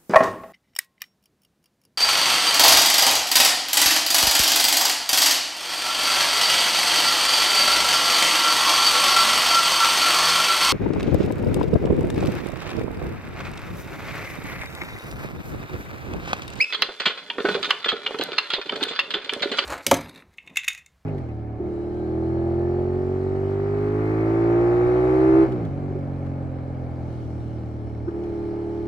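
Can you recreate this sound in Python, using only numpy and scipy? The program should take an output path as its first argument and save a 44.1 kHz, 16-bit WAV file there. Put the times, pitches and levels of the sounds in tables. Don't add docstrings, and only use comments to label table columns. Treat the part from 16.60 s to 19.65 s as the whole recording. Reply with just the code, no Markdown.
import sys
import numpy as np
from scipy import signal
from scipy.fft import rfft, irfft, next_fast_len
from scipy.io import wavfile
from scipy.ndimage import uniform_filter1d

SR = 44100
rng = np.random.default_rng(int(sys.argv[2]) if len(sys.argv) > 2 else 0)


def int16_out(signal):
    q = np.round(np.clip(np.atleast_2d(signal).T, -1, 1) * 32767)
    wavfile.write(sys.argv[1], SR, q.astype(np.int16))


N = 134505

# (time [s], level [dB], shudder time [s])
SNAPS = [(0.2224, -3, 0.039), (1.107, -3, 0.035), (1.7824, -5, 0.046), (2.3917, -6.5, 0.061),
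         (2.9861, -5, 0.057)]
# (pitch [Hz], width [Hz], level [dB])
CATCH_MODES = [(1160, 61, -5), (1330, 190, 0), (1870, 61, -17), (2450, 68, -8), (2850, 130, 7),
               (3340, 340, 7.5), (4230, 150, 5), (4440, 410, -3.5)]
# (frequency [Hz], level [dB])
CATCH_KNOCK = [(100, -37), (300, -29), (800, -25), (1150, -5.5), (1900, -4), (3200, -0.5), (4200, -13.5),
               (4900, -29), (6200, -44.5), (8000, -43), (16000, -56)]
# (time [s], level [dB], shudder time [s])
TAPS = [(0.7014, -12, 0.039), (1.4635, -10.5, 0.042), (2.0946, -12, 0.032), (2.6939, -10.5, 0.039)]
# (pitch [Hz], width [Hz], level [dB])
TAPPET_MODES = [(966, 62, 9.5), (1910, 54, 2), (2360, 75, 12), (3124, 210, 15.5), (4200, 150, -1)]
# (time [s], level [dB], shudder time [s], tilt [dB per octave],
# favoured frequency [Hz], rise time [ms])
CLATTER = [(0.1251, -15, 0.087, -1.5, 3050, 0.75), (0.1438, -13, 0.061, -1.8, 3860, 2),
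           (0.2893, -26, 0.069, -12, 950, 1.9), (0.4, -14.5, 0.064, 2.5, 2240, 1.5),
           (0.4149, -21, 0.11, -2, 1440, 1.5), (0.4561, -6.5, 0.12, -0.5, 3770, 0.75),
           (0.496, -20.5, 0.13, -6, 3480, 1.3), (0.5743, -25.5, 0.15, -2.5, 2730, 0.84),
           (0.7828, -15.5, 0.049, -11, 1220, 0.97), (0.8009, -20.5, 0.041, -5, 1250, 1.3),
           (0.8524, -11.5, 0.092, -10, 1440, 0.61), (0.8874, -12.5, 0.057, -5, 1290, 0.74),
           (0.9465, -18, 0.1, 0, 1310, 1.8), (1.0282, -13.5, 0.041, 3.5, 3520, 1.6),
           (1.0443, -14, 0.12, 2.5, 1470, 0.95), (1.092, -20.5, 0.24, -6.5, 2800, 1.8),
           (1.2437, -12, 0.086, -1, 2990, 0.83), (1.2571, -16.5, 0.06, -4.5, 3350, 0.85),
           (1.2847, -7, 0.12, 1.5, 3330, 0.6), (1.2903, -10, 0.015, 0, 3070, 1.2),
           (1.3184, -14.5, 0.033, -5.2, 1290, 0.97), (1.5071, -22.5, 0.043, -14.5, 1270, 1.1),
           (1.5423, -20.5, 0.033, -7.5, 1390, 2.2), (1.5875, -19.5, 0.05, 6, 1200, 1.2),
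           (1.611, -14, 0.11, 5, 1390, 0.74), (1.6834, -30.5, 0.061, -11.5, 1300, 1.5),
           (1.7181, -22, 0.028, -0.5, 3160, 1.2), (1.73, -20, 0.039, -5.5, 3700, 1.5),
           (1.9014, -13, 0.15, -0.6, 3340, 1.5), (1.9358, -10.5, 0.078, 0, 3550, 1.4),
           (1.9616, -21.5, 0.17, -6, 3520, 1.9), (1.9841, -23, 0.073, -17.5, 1280, 1),
           (2.0135, -21, 0.064, -2, 2500, 1.7), (2.0577, -29, 0.082, 3, 2800, 2.5),
           (2.122, -23.5, 0.18, -5.5, 1270, 0.93), (2.1582, -20.5, 0.053, 5, 1360, 1.3),
           (2.2081, -21.5, 0.29, -6.5, 3880, 3.5), (2.2286, -10.5, 0.017, 9, 3840, 0.7),
           (2.234, -10.5, 0.023, 3.5, 3500, 0.5), (2.2813, -19, 0.14, 8.5, 2900, 1.8),
           (2.3074, -27.5, 0.16, -6.5, 4000, 1.8), (2.333, -26, 0.069, -3.5, 3500, 1.5),
           (2.5061, -16.5, 0.071, 0.5, 3330, 1.2), (2.539, -9.5, 0.088, -1, 3350, 0.71),
           (2.565, -25.5, 0.15, -10, 3500, 1.2), (2.615, -32, 0.15, -3.5, 2700, 1.5),
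           (2.645, -23.5, 0.037, 5.5, 2700, 4), (2.7216, -23.5, 0.16, -2, 1340, 1.7),
           (2.7356, -19, 0.056, 1.5, 3180, 1.4), (2.804, -26.5, 0.033, -1, 3200, 1.3),
           (2.821, -14.5, 0.073, 6.5, 4200, 4), (2.828, -12, 0.056, -6.5, 3510, 1.5),
           (2.9164, -17, 0.083, 2, 2800, 1.4), (2.938, -22.5, 0.039, -7.5, 1470, 1.5),
           (2.9706, -23.5, 0.16, 14, 2820, 1.5)]
# (pitch [Hz], width [Hz], level [dB]); body() widens those under 14 Hz
LINKAGE_MODES = [(1025, 11, -4), (1321, 21, 0.5), (1460, 42, 5.5), (1750, 23, 4), (2125, 51, 2),
                 (2450, 41, 3.5), (3000, 55, -12.5), (3075, 25, 1), (3456, 54, 11), (3630, 38, -15.5),
                 (4005, 41, 1), (4190, 250, 3)]
# (frequency [Hz], level [dB])
LINKAGE_KNOCK = [(200, -39.5), (410, -11.5), (735, -11.5), (1270, -6), (1900, -4.5), (3430, -3.5),
                 (4500, -8.5), (5400, -19), (7500, -25.5), (10000, -50.5), (16000, -81.5)]
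# (time [s], level [dB], shudder time [s], favoured frequency [Hz])
THUDS = [(0.223, -25.5, 0.091, 486), (0.286, -32, 0.026, 406), (0.403, -27.5, 0.042, 570),
         (0.466, -20, 0.033, 400), (0.783, -19, 0.049, 400), (0.802, -17, 0.022, 482),
         (0.845, -9, 0.066, 374), (0.884, -12.5, 0.034, 420), (0.903, -20.5, 0.15, 190),
         (0.947, -12.5, 0.043, 470), (0.989, -29, 0.036, 414), (1.26, -19, 0.045, 380),
         (1.325, -18.5, 0.059, 450), (1.505, -28, 0.045, 400), (1.544, -19.5, 0.037, 464),
         (1.596, -13.5, 0.036, 360), (1.619, -19.5, 0.031, 186), (1.686, -24.5, 0.045, 424),
         (1.72, -26.5, 0.019, 367), (1.934, -22.5, 0.029, 417), (1.98, -22, 0.042, 430),
         (2.057, -28.5, 0.058, 363), (2.122, -21.5, 0.049, 388), (2.166, -21, 0.018, 465),
         (2.217, -18, 0.03, 272), (2.266, -27, 0.038, 444), (2.307, -23, 0.066, 460),
         (2.388, -30, 0.022, 568), (2.541, -23.5, 0.086, 396), (2.663, -30, 0.034, 222),
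         (2.726, -20.5, 0.073, 450), (2.763, -23.5, 0.05, 463), (2.81, -23, 0.092, 355),
         (2.834, -16.5, 0.018, 634), (2.857, -14, 0.023, 384), (2.915, -19, 0.041, 410),
         (2.983, -24, 0.028, 556)]
# (pitch [Hz], width [Hz], level [dB]); body() widens those under 14 Hz
BLOCK_MODES = [(190, 12.3, -1), (248, 7.8, -32), (292, 50, -3.5), (369.7, 59, -3), (406.3, 9.5, 3.5),
               (453, 24.4, 5), (490, 18, -7), (559.2, 11, 7.5), (870, 13, -10.5)]
# (frequency [Hz], level [dB])
BLOCK_KNOCK = [(12, -83), (20, -43), (87, -37), (268, -8.5), (419, 10), (567, -11.5), (634, 0.5),
               (900, 12.5), (1170, -11.5), (1980, -120)]
# (time [s], level [dB], level of the highest treble [dB])
TICKS = [(0.221, -2.5, -18), (0.462, -25, -20), (0.8725, -34, -28), (1.1064, -7, -21), (1.2897, -30, -28),
         (1.5884, -21, -25), (1.6372, -6, -9), (1.7861, -9, -51), (1.904, -14, -40), (2.0503, -33, -30),
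         (2.157, -37, -37.5), (2.238, -6, -18.5), (2.396, -9, -47), (2.507, -25, -22), (2.6464, -36, -11),
         (2.736, -7.5, -31.5), (2.9855, -12, -26)]
# (frequency [Hz], level [dB])
TICK_COLOUR = [(2000, -27.5), (3700, 16), (6400, -5), (8000, 1), (10000, -4)]
# (frequency [Hz], level added to that of each one [dB])
TICK_TOP = [(11500, 12), (13000, 6), (14500, 8), (16200, -6.5)]
# (time [s], scrape level [dB], low rumble level [dB], hiss level [dB])
SCRAPE = [(0.0, -42, -44.5, -78), (0.079, -46, -59, -55), (0.21, -37.5, -47, -64), (0.35, -43, -57.5, -61),
          (0.54, -43, -55.5, -64), (0.78, -47.5, -47, -63), (0.83, -39.5, -70, -55),
          (0.92, -30, -55, -50.5), (0.97, -36, -35.5, -57.5), (1.1, -43, -46, -55), (1.31, -39, -53.5, -67),
          (1.52, -40.5, -43.5, -59), (1.77, -36, -47.5, -63.5), (1.9, -40, -52.5, -60.5),
          (2.01, -48, -66.5, -66), (2.13, -37, -38.5, -64), (2.22, -42.5, -41.5, -56),
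          (2.37, -32, -52.5, -69), (2.5, -42.5, -49, -64), (2.61, -44, -51.5, -68),
          (2.74, -41.5, -48.5, -60), (2.93, -33, -43, -58.5), (3.05, -29, -43.5, -59)]
# (time [s], pitch [Hz], level [dB])
SQUEAK = [(0, 1900, -36.5), (.005, 2166, -12), (.012, 2385, -9.5), (0.019, 2620, -14), (0.029, 2582, -16),
          (0.035, 2569, -32), (.045, 2542, -19), (.05, 2570, -43), (.075, 2580, -47), (.1, 2580, -34),
          (.12, 2540, -38)]
# (multiple of its pitch, level [dB])
SQUEAK_TONES = [(1, -1.5), (2, -13.5), (3, -29.5), (4, -35)]
# (frequency [Hz], level [dB])
HISS_COLOUR = [(3000, -48.5), (4500, -17.5), (5500, -13.5), (8000, -20), (10000, -24.5), (13000, -31),
               (15000, -35), (16300, -75.5)]
# (frequency [Hz], share reaching each side by its own path)
SCATTER = [(60, 0.2), (200, 0.051), (700, 0.074), (1300, 0.39), (2400, 0.47), (4400, 0.93), (8000, 0.81),
           (15000, 1)]
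# (frequency [Hz], time to fall by 60 dB [s])
SHOP_DECAY = [(200, 0.27), (700, 0.4), (2000, 0.35), (5000, 0.3), (9000, 0.15), (12000, 0.11)]
# (frequency [Hz], left minus right [radians])
PORT_PHASE = [(0, .01), (1900, .2), (3100, .4), (4600, .3), (5300, -2.5), (6700, -5), (9000, -5),
              (11500, -3), (16000, .1)]
# (frequency [Hz], left minus right [dB])
PORT_BALANCE = [(60, -1), (150, -2), (380, -3.5), (950, -1.5), (2380, -1), (5980, -4), (15000, -1)]
# (frequency [Hz], level [dB])
MICROPHONE = [(20, 11), (70, 1.5), (110, -10.5), (160, -5), (220, 0), (16000, -1.3)]

MODE_SPREAD_DB, MODE_SHIFT = 3.5, .03
STEADY = .35
CHATTER_HZ, CHATTER_DEPTH = 163, 0.14
CONTACTS, CONTACT_S = 8, .045
HISS_GRAIN_DB, HISS_FLICKER_DB = -0.5, 1.5
TICK_SCATTER_S = .0015
EDGE_HZ = 16450


def amp(db):
    return 10 ** (np.asarray(db) / 20)


def evened(x):
    return x / np.sqrt(np.mean(x ** 2) + 1e-20)


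def read(points, hz):
    f, value = np.transpose(points)
    return np.interp(np.log(hz + 1), np.log(f + 1), value)


def add(mix, s, sound):
    part = mix[max(round(s * SR), 0):][:len(sound)]
    part += sound[:len(part)]


def colour(points, size=8192):
    level_db = np.maximum(read(points, abs(np.fft.fftfreq(size, 1 / SR))), -110)
    log_spectrum = np.conj(signal.hilbert(np.log(amp(level_db))))
    return np.fft.ifft(np.exp(log_spectrum)).real[:size // 2]


def body(modes, knock, knock_db, tilt_db=0, near_hz=2200, focus_db=0, low_hz=880, loose=1):
    def favour(f):
        tilt = tilt_db * np.log2(np.clip(f, 500, 6000) / 2200)
        return tilt + focus_db * np.exp(-(np.log2(f / near_hz) / 0.24) ** 2)

    t = np.arange(4096) / SR
    hz, width, db = np.transpose(modes)[:, :, None]
    db = db + favour(hz) + loose * MODE_SPREAD_DB * rng.standard_normal(hz.shape)
    hz = hz * (1 + loose * MODE_SHIFT * rng.standard_normal(hz.shape))
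    width = np.maximum(width, 14)
    strength = amp(db) * width * 2 * np.pi / SR
    rings = (strength * np.exp(-np.pi * width * t) * np.sin(2 * np.pi * hz * t)).sum(0)
    band = signal.butter(3, [low_hz, 5200], 'band', fs=SR, output='sos')
    broad = colour([(f, d + favour(f)) for f, d in knock])
    return signal.sosfilt(band, rings) + amp(knock_db) * broad


def blow(level_db, t60, ring, rise_s, lumpy_db, firm=4.8):
    t = np.arange(6000) / SR
    lumps = evened(uniform_filter1d(rng.standard_normal(6000), 40))
    jolts = rng.standard_normal(6000) * amp(lumpy_db * lumps)
    jolts[round(rise_s * SR)] += firm
    shape = (1 - np.exp(-t / rise_s)) * amp(-60 * t / t60)
    sound = signal.fftconvolve(jolts * shape, ring)
    loudest = np.sqrt(uniform_filter1d(sound ** 2, size=130).max())
    return amp(level_db - 6.0) * sound / loudest


def catch_snaps(mix):
    for s, db, t60 in SNAPS:
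        ring = body(CATCH_MODES, CATCH_KNOCK, 2.2)
        add(mix, s - .0008, blow(db, t60, ring, 0.00027, 2.2))


def tappet_taps(mix):
    for s, db, t60 in TAPS:
        ring = body(TAPPET_MODES, CATCH_KNOCK, 1.5, loose=STEADY)
        add(mix, s - .0008, blow(db, t60, ring, 0.00023, 2.6))


def linkage_clatter(places):
    for s, db, t60, tilt_db, near_hz, rise_ms in CLATTER:
        ring = body(LINKAGE_MODES, LINKAGE_KNOCK, 5.3, tilt_db, near_hz, focus_db=7.6)
        add(places[rng.integers(4)], s - .0008, blow(db, t60, ring, rise_ms / 1000, 3.46))


def block_thuds(mix):
    for s, db, t60, near_hz in THUDS:
        ring = body(BLOCK_MODES, BLOCK_KNOCK, -13.5, 0, near_hz, 13.0, low_hz=140, loose=STEADY)
        add(mix, s - .002, blow(db, t60, ring, 0.005485, 0.86, firm=6.4))


def ticks_and_cracks():
    out = np.zeros(N)
    for s, db, top_db in TICKS:
        ring = colour(TICK_COLOUR + [(f, d + top_db) for f, d in TICK_TOP])
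        add(out, s, blow(db - 8.0, 0.004, ring, 0.000067, 0.25))
    return out


def mechanism():
    places = np.zeros((4, N))
    catch_snaps(places[0])
    tappet_taps(places[1])
    linkage_clatter(places)
    block_thuds(places[2])
    return places


def gears():
    s, high_db, low_db = np.transpose(SCRAPE)[:3]
    t = np.arange(N) / SR
    struck = rng.random((2, N)) < 1500 / SR
    force = amp(3.0 * np.minimum(rng.exponential(1, (2, N)), 5))
    grit = force * struck * rng.standard_normal((2, N))
    turns = rng.integers(0, CONTACTS, int(t[-1] / CONTACT_S) + 1)
    place = turns[(t / CONTACT_S).astype(int)]
    high, low = np.zeros((2, N))
    for k, near_hz in enumerate(np.geomspace(1000, 4300, CONTACTS)):
        here = grit * (place == k)
        ring = body(LINKAGE_MODES, LINKAGE_KNOCK, 1.0, 0, near_hz, focus_db=3.5)
        high += signal.oaconvolve(here[0], ring / np.linalg.norm(ring))[:N]
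        low += signal.oaconvolve(here[1], body(BLOCK_MODES, BLOCK_KNOCK, -15.0, low_hz=115))[:N]
    scrape = amp(np.interp(t, s, high_db)) * evened(high)
    rumble = amp(np.interp(t, s, low_db) + 2.5) * evened(low)
    return scrape + rumble


def squeak():
    s, hz, db = np.transpose(SQUEAK)
    t = np.arange(N) / SR
    tremble, waver = uniform_filter1d(uniform_filter1d(rng.standard_normal((2, N)), 70), 60)
    pitch = np.interp(t, s, hz) * (1 + 0.005 * evened(tremble))
    cycles = np.cumsum(pitch) / SR
    level = amp(np.interp(t, s, db, right=-120) + 2.9 * evened(waver))
    grip = level * (1 + CHATTER_DEPTH * np.cos(2 * np.pi * CHATTER_HZ * t))
    tones = sum(amp(d) * np.sin(2 * np.pi * k * cycles) for k, d in SQUEAK_TONES)
    return np.sqrt(2) * grip * tones


def hiss():
    s, level_db = np.transpose(SCRAPE)[[0, 3]]
    struck = rng.random(N) < 6000 / SR
    grains = amp(HISS_GRAIN_DB * np.minimum(rng.exponential(1, N), 5)) * struck
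    flicker = amp(HISS_FLICKER_DB * evened(uniform_filter1d(rng.standard_normal(N), 300)))
    noise = rng.standard_normal((2, N)) * (0.2 + grains) * flicker
    air = signal.oaconvolve(noise, colour(HISS_COLOUR)[None], axes=1)[:, :N]
    return amp(np.interp(np.arange(N) / SR, s, level_db) + 2.5) * evened(air)


def bench(x, scatter_s=0.01):
    size = next_fast_len(N + 2048)
    share = np.clip(read(SCATTER, np.fft.rfftfreq(size, 1 / SR)), 0, 1)
    echoes = rng.standard_normal((2, 800)) * amp(-60 * np.arange(800) / SR / scatter_s)
    echoes /= np.linalg.norm(echoes, axis=1)[:, None]
    paths = np.sqrt(1 - share ** 2) + share * rfft(echoes, size)
    return irfft(rfft(x, size) * paths / abs(paths) ** .85, size)[:, :N]


def shop(x):
    echoes = np.zeros((2, SR // 2))
    jitter = rng.integers(0, 20, (2, (SR // 2 - 201) // 20))
    at = np.arange(200, SR // 2 - 20, 20)[None] + jitter
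    np.put_along_axis(echoes, at, rng.choice([-1., 1.], at.shape), 1)
    echoes[1] = 0.5 * echoes[0] + 0.56 * echoes[1]
    hz, t, bands = signal.stft(echoes, SR, nperseg=256)
    fade = amp(-60 * t / read(SHOP_DECAY, hz)[:, None])
    tail = signal.istft(bands * fade, SR, nperseg=256)[1]
    return signal.fftconvolve(x[None], tail / np.linalg.norm(tail[0]), axes=1)[:, :N]


def scene():
    places = [*mechanism(), squeak() + gears()]
    bright = ticks_and_cracks()
    near = sum(bench(x) for x in places) + bench(bright, TICK_SCATTER_S)
    return near + amp(-14.5) * shop(sum(places) + bright) + hiss()


def record(dry):
    size = next_fast_len(N + 2048)
    hz = np.fft.rfftfreq(size, 1 / SR)
    half = amp(read(PORT_BALANCE, hz) / 2) * np.exp(.5j * read(PORT_PHASE, hz))
    ports = irfft(rfft(dry, size) * np.array([half, 1 / half]), size)[:, :N]
    ports = signal.oaconvolve(ports, colour(MICROPHONE)[None])[:, :N]
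    limit = signal.firwin(511, EDGE_HZ, window=("kaiser", 9), fs=SR)
    return signal.oaconvolve(ports, limit[None], "same")


dry = scene()
out = record(dry)
int16_out(out)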